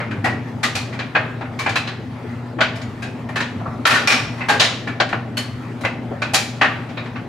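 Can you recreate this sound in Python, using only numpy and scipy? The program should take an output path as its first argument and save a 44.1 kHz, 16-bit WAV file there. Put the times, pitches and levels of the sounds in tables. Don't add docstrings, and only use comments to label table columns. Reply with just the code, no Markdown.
import sys
import numpy as np
from scipy import signal
from scipy.fft import rfft, irfft, next_fast_len
from scipy.io import wavfile
from scipy.ndimage import uniform_filter1d, minimum_filter1d, map_coordinates

SR = 44100
rng = np.random.default_rng(int(sys.argv[2]) if len(sys.argv) > 2 else 0)


def dump_mix(stems):
    frames = np.atleast_2d(stems).T
    limited = np.clip(frames, -1, 1)
    pcm = np.round(limited * 32767).astype(np.int16)
    wavfile.write(sys.argv[1], SR, pcm)


N = 321048

# start in seconds, level in dB around 1.5 kHz before the common trim,
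# weight in dB at 0.7 kHz, hardness in dB and click in dB (both spread over the treble by CONTACT_TREBLE),
# two rings in Hz favoured by the struck spot, their lift in dB, build-up time constant in ms,
# level in dB of the slow tail beside the fast first fall.
KNOCKS = [(0.001, -19.5, -2.5, -20.5, -44, 570, 2110, 4, 0.27, 7),
          (0.109, -23, -15, -15, -40, 1580, 2440, 2, 3.4, -1),
          (0.241, -10, -6, -12, -29, 1916, 760, 15.6, 13, -8),
          (0.257, -15, 7, -19, -38, 1900, 2510, 14, 1.5, 0),
          (0.63, -10, -5, -2.5, -21, 1960, 1203, 8.7, 8, -6.5),
          (0.751, -20.5, -2.5, 0, -16, 2460, 775, 6.6, 3.5, 2.5),
          (0.925, -26, -1, -9, -33, 2320, 1960, 6, 7, 1),
          (0.989, -19.5, -1, -6.5, -43, 1640, 2380, 2, 4.7, -5),
          (1.149, -6.5, -0.5, -14.5, -57, 1610, 2530, 7, 6.3, -8),
          (1.408, -25, 3, -18, -46, 3760, 2530, 4.5, 7, -11),
          (1.452, -28.5, -15, -24, -52, 1474, 2190, 6, 1.4, -10),
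          (1.589, -18, -3.5, -5, -22, 1080, 2295, 12.6, 4.5, 2),
          (1.661, -13, 0.5, -13.5, -43, 2360, 785, 5.5, 1.9, -3),
          (1.692, -19.5, -12, -2.5, -27, 1700, 2340, 5, 1.2, -3),
          (1.756, -11, -3, -8, -28, 2610, 4000, 10, 2.8, -6),
          (1.872, -22.5, -10, -5, -39, 4060, 790, 6, 3.9, -5),
          (2.585, -19.5, 6, -23, -49, 650, 3220, 6, 5.1, -21),
          (2.606, -5.5, -5, -7.5, -43, 3260, 1490, 1.8, 3.5, -7.5),
          (2.754, -34, -13, -6, -19, 2400, 5110, 12, 6.2, -3),
          (2.813, -33.5, -24, -2.5, -26, 6870, 850, 7, 4.8, -10),
          (3.021, -23.5, 1, -5.5, -24, 2500, 1597, 12.5, 4.6, 3),
          (3.288, -26, 3.5, -15, -28, 1860, 2330, 3.8, 2, 0),
          (3.357, -14, -2.5, -9, -29.5, 2600, 1730, 7.3, 2.7, 4),
          (3.403, -15.5, -5.5, -3.5, -34, 1830, 976, 9.3, 3.6, -8),
          (3.6, -28, 6.5, -38, -48, 690, 1310, 3.8, 3.8, -7),
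          (3.654, -20.5, 6, -45, -52, 1180, 1330, 9, 8, 0),
          (3.853, 6.5, -5, -2.5, -33.5, 1360, 1267, 10, 0.96, -10.5),
          (3.866, 3, -4, -11, -18, 1430, 1820, 4.9, 1.4, -8.5),
          (3.938, -8.5, -4, -5, -27, 1460, 1830, 9.8, 16, 1),
          (4.073, 1, -5.5, -4.5, -22.5, 5480, 2435, 9.4, 1.5, -5.5),
          (4.378, -28, 5, -6, -28, 2010, 1070, 14, 9.8, -13),
          (4.405, -18, -3, -15, -48, 2050, 2600, 13, 10, -7),
          (4.484, -5.5, -1, -7, -25, 830, 1599, 12.3, 13.4, -4),
          (4.596, -6.5, -2, 2, -23.5, 3800, 3000, 3.4, 13, -9),
          (4.871, -18.5, -1.5, -13.5, -40, 2300, 1720, 3.6, 4.4, -6),
          (5.0, -7.5, 3.5, -3, -42.5, 1590, 747, 9.2, 2.8, -22),
          (5.088, -25.5, -16, -8.5, -33, 4280, 1880, 4, 3.3, -2),
          (5.128, -12.5, -1, -21, -52, 780, 2900, 1, 0.99, -12.5),
          (5.369, -19, -8.5, -6.5, -13.5, 3040, 4330, 13.3, 4.7, -3.5),
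          (5.809, -32.5, 13, -5, -13, 2120, 3940, 6.4, 3.4, -13),
          (5.833, -20, 3, -19, -30.5, 2030, 3900, 6.2, 12, -17),
          (5.849, -12.5, 0, -11, -39, 2080, 2640, 7.5, 0.66, -9),
          (6.112, -33, 20, -17, -37, 550, 2000, 6.5, 3.6, -7),
          (6.218, -13.5, -1, -8, -36, 1480, 2550, 6.7, 3.7, -5),
          (6.334, -16.5, 6.5, -1.5, -8, 770, 2500, 6.2, 7, -7),
          (6.343, -11, -9, 2, -12.5, 2450, 810, 2.9, 1.8, -5),
          (6.611, -1, -5.5, -16, -44, 1860, 2650, 3.9, 15.7, -12.5),
          (6.888, -34.5, 5, -2.5, -38, 2220, 1590, 5.6, 4.7, 1),
          (6.971, -24, -0.5, -9.5, -53, 2430, 3800, 8.2, 3, 1),
          (7.057, -31, -1, -8, -46, 1770, 570, 1, 2.7, -3),
          (7.156, -25.5, -3, -13.5, -52, 1110, 2600, 4.6, 7.6, -13.5)]
# start in seconds, level in dB before the common trim,
# pitch in Hz, t60 in seconds.
THUDS = [(0.239, -13, 247, 0.067), (2.244, -20, 340, 0.082), (2.568, -16.5, 263, 0.09),
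         (2.882, -22, 104, 0.26), (3.401, -23, 324, 0.049), (4.277, -21, 106, 0.2), (4.55, -25, 424, 0.29),
         (4.881, -21, 236, 0.16), (5.839, -20, 100, 0.1), (6.11, -18, 325, 0.077), (6.932, -22, 230, 0.13)]
# centre in Hz, width in Hz, lift in dB.
DRUM_RESONANCES = [(603, 27, -1), (781, 8.6, 7), (1137, 28, -3.5), (1455, 35, -8), (1800, 53, -2.5),
                   (2380, 54, -10), (2900, 16, -35), (3890, 46, 3.5), (4310, 88, -1), (4660, 25, -4),
                   (4880, 13, 5), (5420, 30, -5), (6950, 67, 0), (8470, 58, -4)]
# frequency in Hz, t60 in seconds.
RING_T60 = [(300, 0.74), (1000, 0.44), (2500, 0.5), (6000, 0.4), (12000, 0.24)]
# frequency in Hz, rms level in dB.
SHAFT_TONES = [(149.39, -44), (167.98, -45.5), (210.45, -54), (251.92, -44), (269.42, -67.5)]
# frequency in Hz, relative density in dB per Hz.
RUMBLE_COLOUR = [(15, -29), (45, -19), (80, -13), (103, 1), (130, -5), (170, -11), (190, -10), (225, -2.5),
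                 (255, -2.5), (290, -9.5), (345, -11), (500, -16.5), (850, -19.5), (1300, -46),
                 (2200, -120)]
# frequency in Hz, relative density in dB per Hz.
AIR_COLOUR = [(470, -22), (800, -6), (862, -4.5), (1010, -4), (1340, -4), (1570, -9.5), (1820, -6),
              (3040, -17.5), (3280, -17.5), (15800, -44)]
# frequency in Hz, t60 in seconds.
ROOM_T60 = [(300, 1), (1500, 0.5), (5000, 0.56), (12000, 0.43)]
# frequency in Hz, left-right likeness from 0 to 1.
LIKENESS = [(60, 0.93), (130, 1), (290, 0.95), (640, 0.81), (1410, 0.62), (3100, 0.47), (6820, 0.47),
            (15000, 0.78)]
# frequency in Hz, left minus right in dB.
STEREO_LEAN = [(60, 1.5), (180, 0.5), (550, 3), (1650, 1.0), (4970, 0.5), (15000, 1)]
# frequency in Hz, share of the hardness dB,
# share of the click dB, offset in dB.
CONTACT_TREBLE = [(2670, 0.43, 0, 0.5), (3880, 1, 0, -1.5), (6700, 0.83, 0.42, 1), (11600, 0, 1, 0),
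                  (16100, 0, 1, -19)]

MAINS_HZ = 59.98
FALL_T60_S = 0.17
TOP_HZ = 15900


def amp(db):
    return 10 ** (np.asarray(db) / 20)


def unit(x):
    return x / np.sqrt(np.mean(x ** 2) + 1e-20)


def along(points, hz):
    f, v = np.transpose(points)
    return np.interp(np.log(hz + 1), np.log(f + 1), v)


def wobble(rate):
    knots = rng.standard_normal(int(N * rate / SR) + 4)
    return map_coordinates(knots, [np.arange(N) * rate / SR])


def filtered(x, response):
    m = next_fast_len(x.shape[-1] + 8192)
    spectrum = rfft(x, m) * response(np.fft.rfftfreq(m, 1 / SR))
    return irfft(spectrum, m)[..., :x.shape[-1]]


def rush(colour, patchy_db):
    z = signal.stft(rng.standard_normal((2, N)), nperseg=1024)[2]
    patches = uniform_filter1d(rng.standard_normal(z.shape[1:]), 8, axis=0)
    patches = unit(uniform_filter1d(patches, 6, axis=1))
    pair = signal.istft(z * amp(patchy_db * patches), nperseg=1024)[1][:, :N]
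    return unit(filtered(pair, lambda hz: amp(along(colour, hz))))


def diffuse(length, t60_curve):
    f, frame, z = signal.stft(rng.standard_normal((2, length)), SR, nperseg=256)
    decay = amp(-60 * frame / along(t60_curve, f)[:, None])
    return signal.istft(z * decay, SR, nperseg=256)[1]


def motor_hum():
    t = np.arange(N) / SR
    pull = 2 * np.pi * 2 * MAINS_HZ * t
    hum = amp(-33) * np.cos(pull) + amp(-40) * np.cos(2 * pull - 2 * np.pi / 3)
    for hz, db in SHAFT_TONES:
        hum += amp(db) * np.sin(2 * np.pi * (hz * t + rng.random()))
    return np.sqrt(2) * hum


def roller_rumble():
    return amp(-30.5 + 0.69 * wobble(3.7)) * rush(RUMBLE_COLOUR, patchy_db=2.0)


def blower_air():
    bumps = (rng.random(N) < 16 / SR) * rng.uniform(.1, .6, size=N)
    t = np.arange(SR // 4) / SR
    bump_shape = (1 - np.exp(-t / 0.017)) * amp(-60 * t / 0.26)
    swell = signal.fftconvolve(bumps, bump_shape)[:N]
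    return amp(-43.5 + 0.95 * wobble(4.62)) * (1 + swell) * rush(AIR_COLOUR, patchy_db=2.2)


def contact_points(low_db, hard_db, click_db):
    points = [(50, -86), (150, low_db - 5.5), (350, low_db - 5.5), (700, low_db), (1500, 0.5)]
    for hz, hard_share, click_share, offset_db in CONTACT_TREBLE:
        points.append((hz, hard_share * hard_db + click_share * click_db + offset_db))
    return points


def resonance_gain(f, spot_hz, lift_db):
    clusters = [(centre, 0.029 * centre + 40, lift_db) for centre in spot_hz]
    peaks = [amp(db) / (1 + (2 * (f - centre) / width) ** 2)
             for centre, width, db in [*DRUM_RESONANCES, *clusters]]
    return 1 + sum(peaks)


def drum_modes(t):
    hz = rng.uniform(250, 7000, size=450)
    t60 = along(RING_T60, hz) * rng.uniform(0.32, 1.0, len(hz))
    modes = np.sin(2 * np.pi * (hz[:, None] * t + rng.random((len(hz), 1))))
    return hz, modes * amp(-60 * t / t60[:, None])


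def onset_level(x):
    return np.std(filtered(x[:, :SR // 50], lambda f: (f > 1000) & (f < 2100)))


def knocks():
    out, t = np.zeros((2, N + SR)), np.arange(SR * 5 // 8) / SR
    hz, modes = drum_modes(t)
    for s, db, low_db, hard_db, click_db, *spot_hz, lift_db, rise_ms, tail_db in KNOCKS:
        points = contact_points(low_db, hard_db, click_db)
        contact = lambda f: amp(along(points, f))
        colour = lambda f: contact(f) * resonance_gain(f, spot_hz, lift_db)
        shared = amp(3.75 * rng.standard_normal(len(hz)))
        ring = (rng.standard_normal((2, len(hz))) * colour(hz) * shared) @ modes
        noise = diffuse(len(t), RING_T60)[:, :len(t)]
        plain = filtered(noise, contact)
        wash = plain + (filtered(noise, colour) - plain) * amp(-60 * t / 1.2)
        blow = amp(-7.5) * ring / onset_level(ring) + amp(-3.0) * wash / onset_level(wash)
        build_up = (1 - np.exp(-t / (rise_ms / 1000))) ** 0.99
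        shape = build_up * (amp(-60 * t / FALL_T60_S) + amp(tail_db))
        out[:, round(s * SR):][:, :len(t)] += amp(db - 5.5) * shape / shape.max() * blow
    return out[:, :N]


def thuds():
    out, t = np.zeros(N + SR), np.arange(SR // 4) / SR
    for s, db, hz, t60 in THUDS:
        panels = sum(np.sin(2 * np.pi * hz * ratio * t) for ratio in (1, 1.23)) / 2
        soft_attack = 1 - np.exp(-t / 0.0047)
        out[round(s * SR):][:len(t)] += amp(db + 4.5 - 60 * t / t60) * soft_attack * panels
    return out[:N]


def room(pair):
    tail = diffuse(SR, ROOM_T60)
    late = np.pad(pair, ((0, 0), (600, 0)))
    return signal.fftconvolve(late, tail / np.linalg.norm(tail[0]), axes=1)[:, :N]


def ports(pair):
    turn = lambda hz: np.arccos(np.clip(along(LIKENESS, hz), -1, 1)) / 2
    mid, side = filtered(pair, lambda hz: np.array([np.cos(turn(hz)), np.sin(turn(hz))]))
    return np.array([mid + side, mid - side])


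def scene():
    machine = motor_hum() + roller_rumble() + blower_air()
    blows = knocks()
    both = ports(machine + blows + amp(-13.5) * room(blows) + thuds())
    return filtered(both, lambda hz: amp([along(STEREO_LEAN, hz) / 2, -along(STEREO_LEAN, hz) / 2]))


def record(dry):
    need = np.minimum(1, 1.0 / (np.abs(dry).max(0) + 1e-9))
    held = minimum_filter1d(need, size=900, origin=300)
    gain = uniform_filter1d(held, size=300)
    low_cut = lambda hz: hz ** 2 / (hz ** 2 + 35 ** 2)
    return filtered(np.clip(dry * gain, -.99, .99), lambda hz: low_cut(hz) * (hz < TOP_HZ))


dry = scene()
out = record(dry)
dump_mix(out)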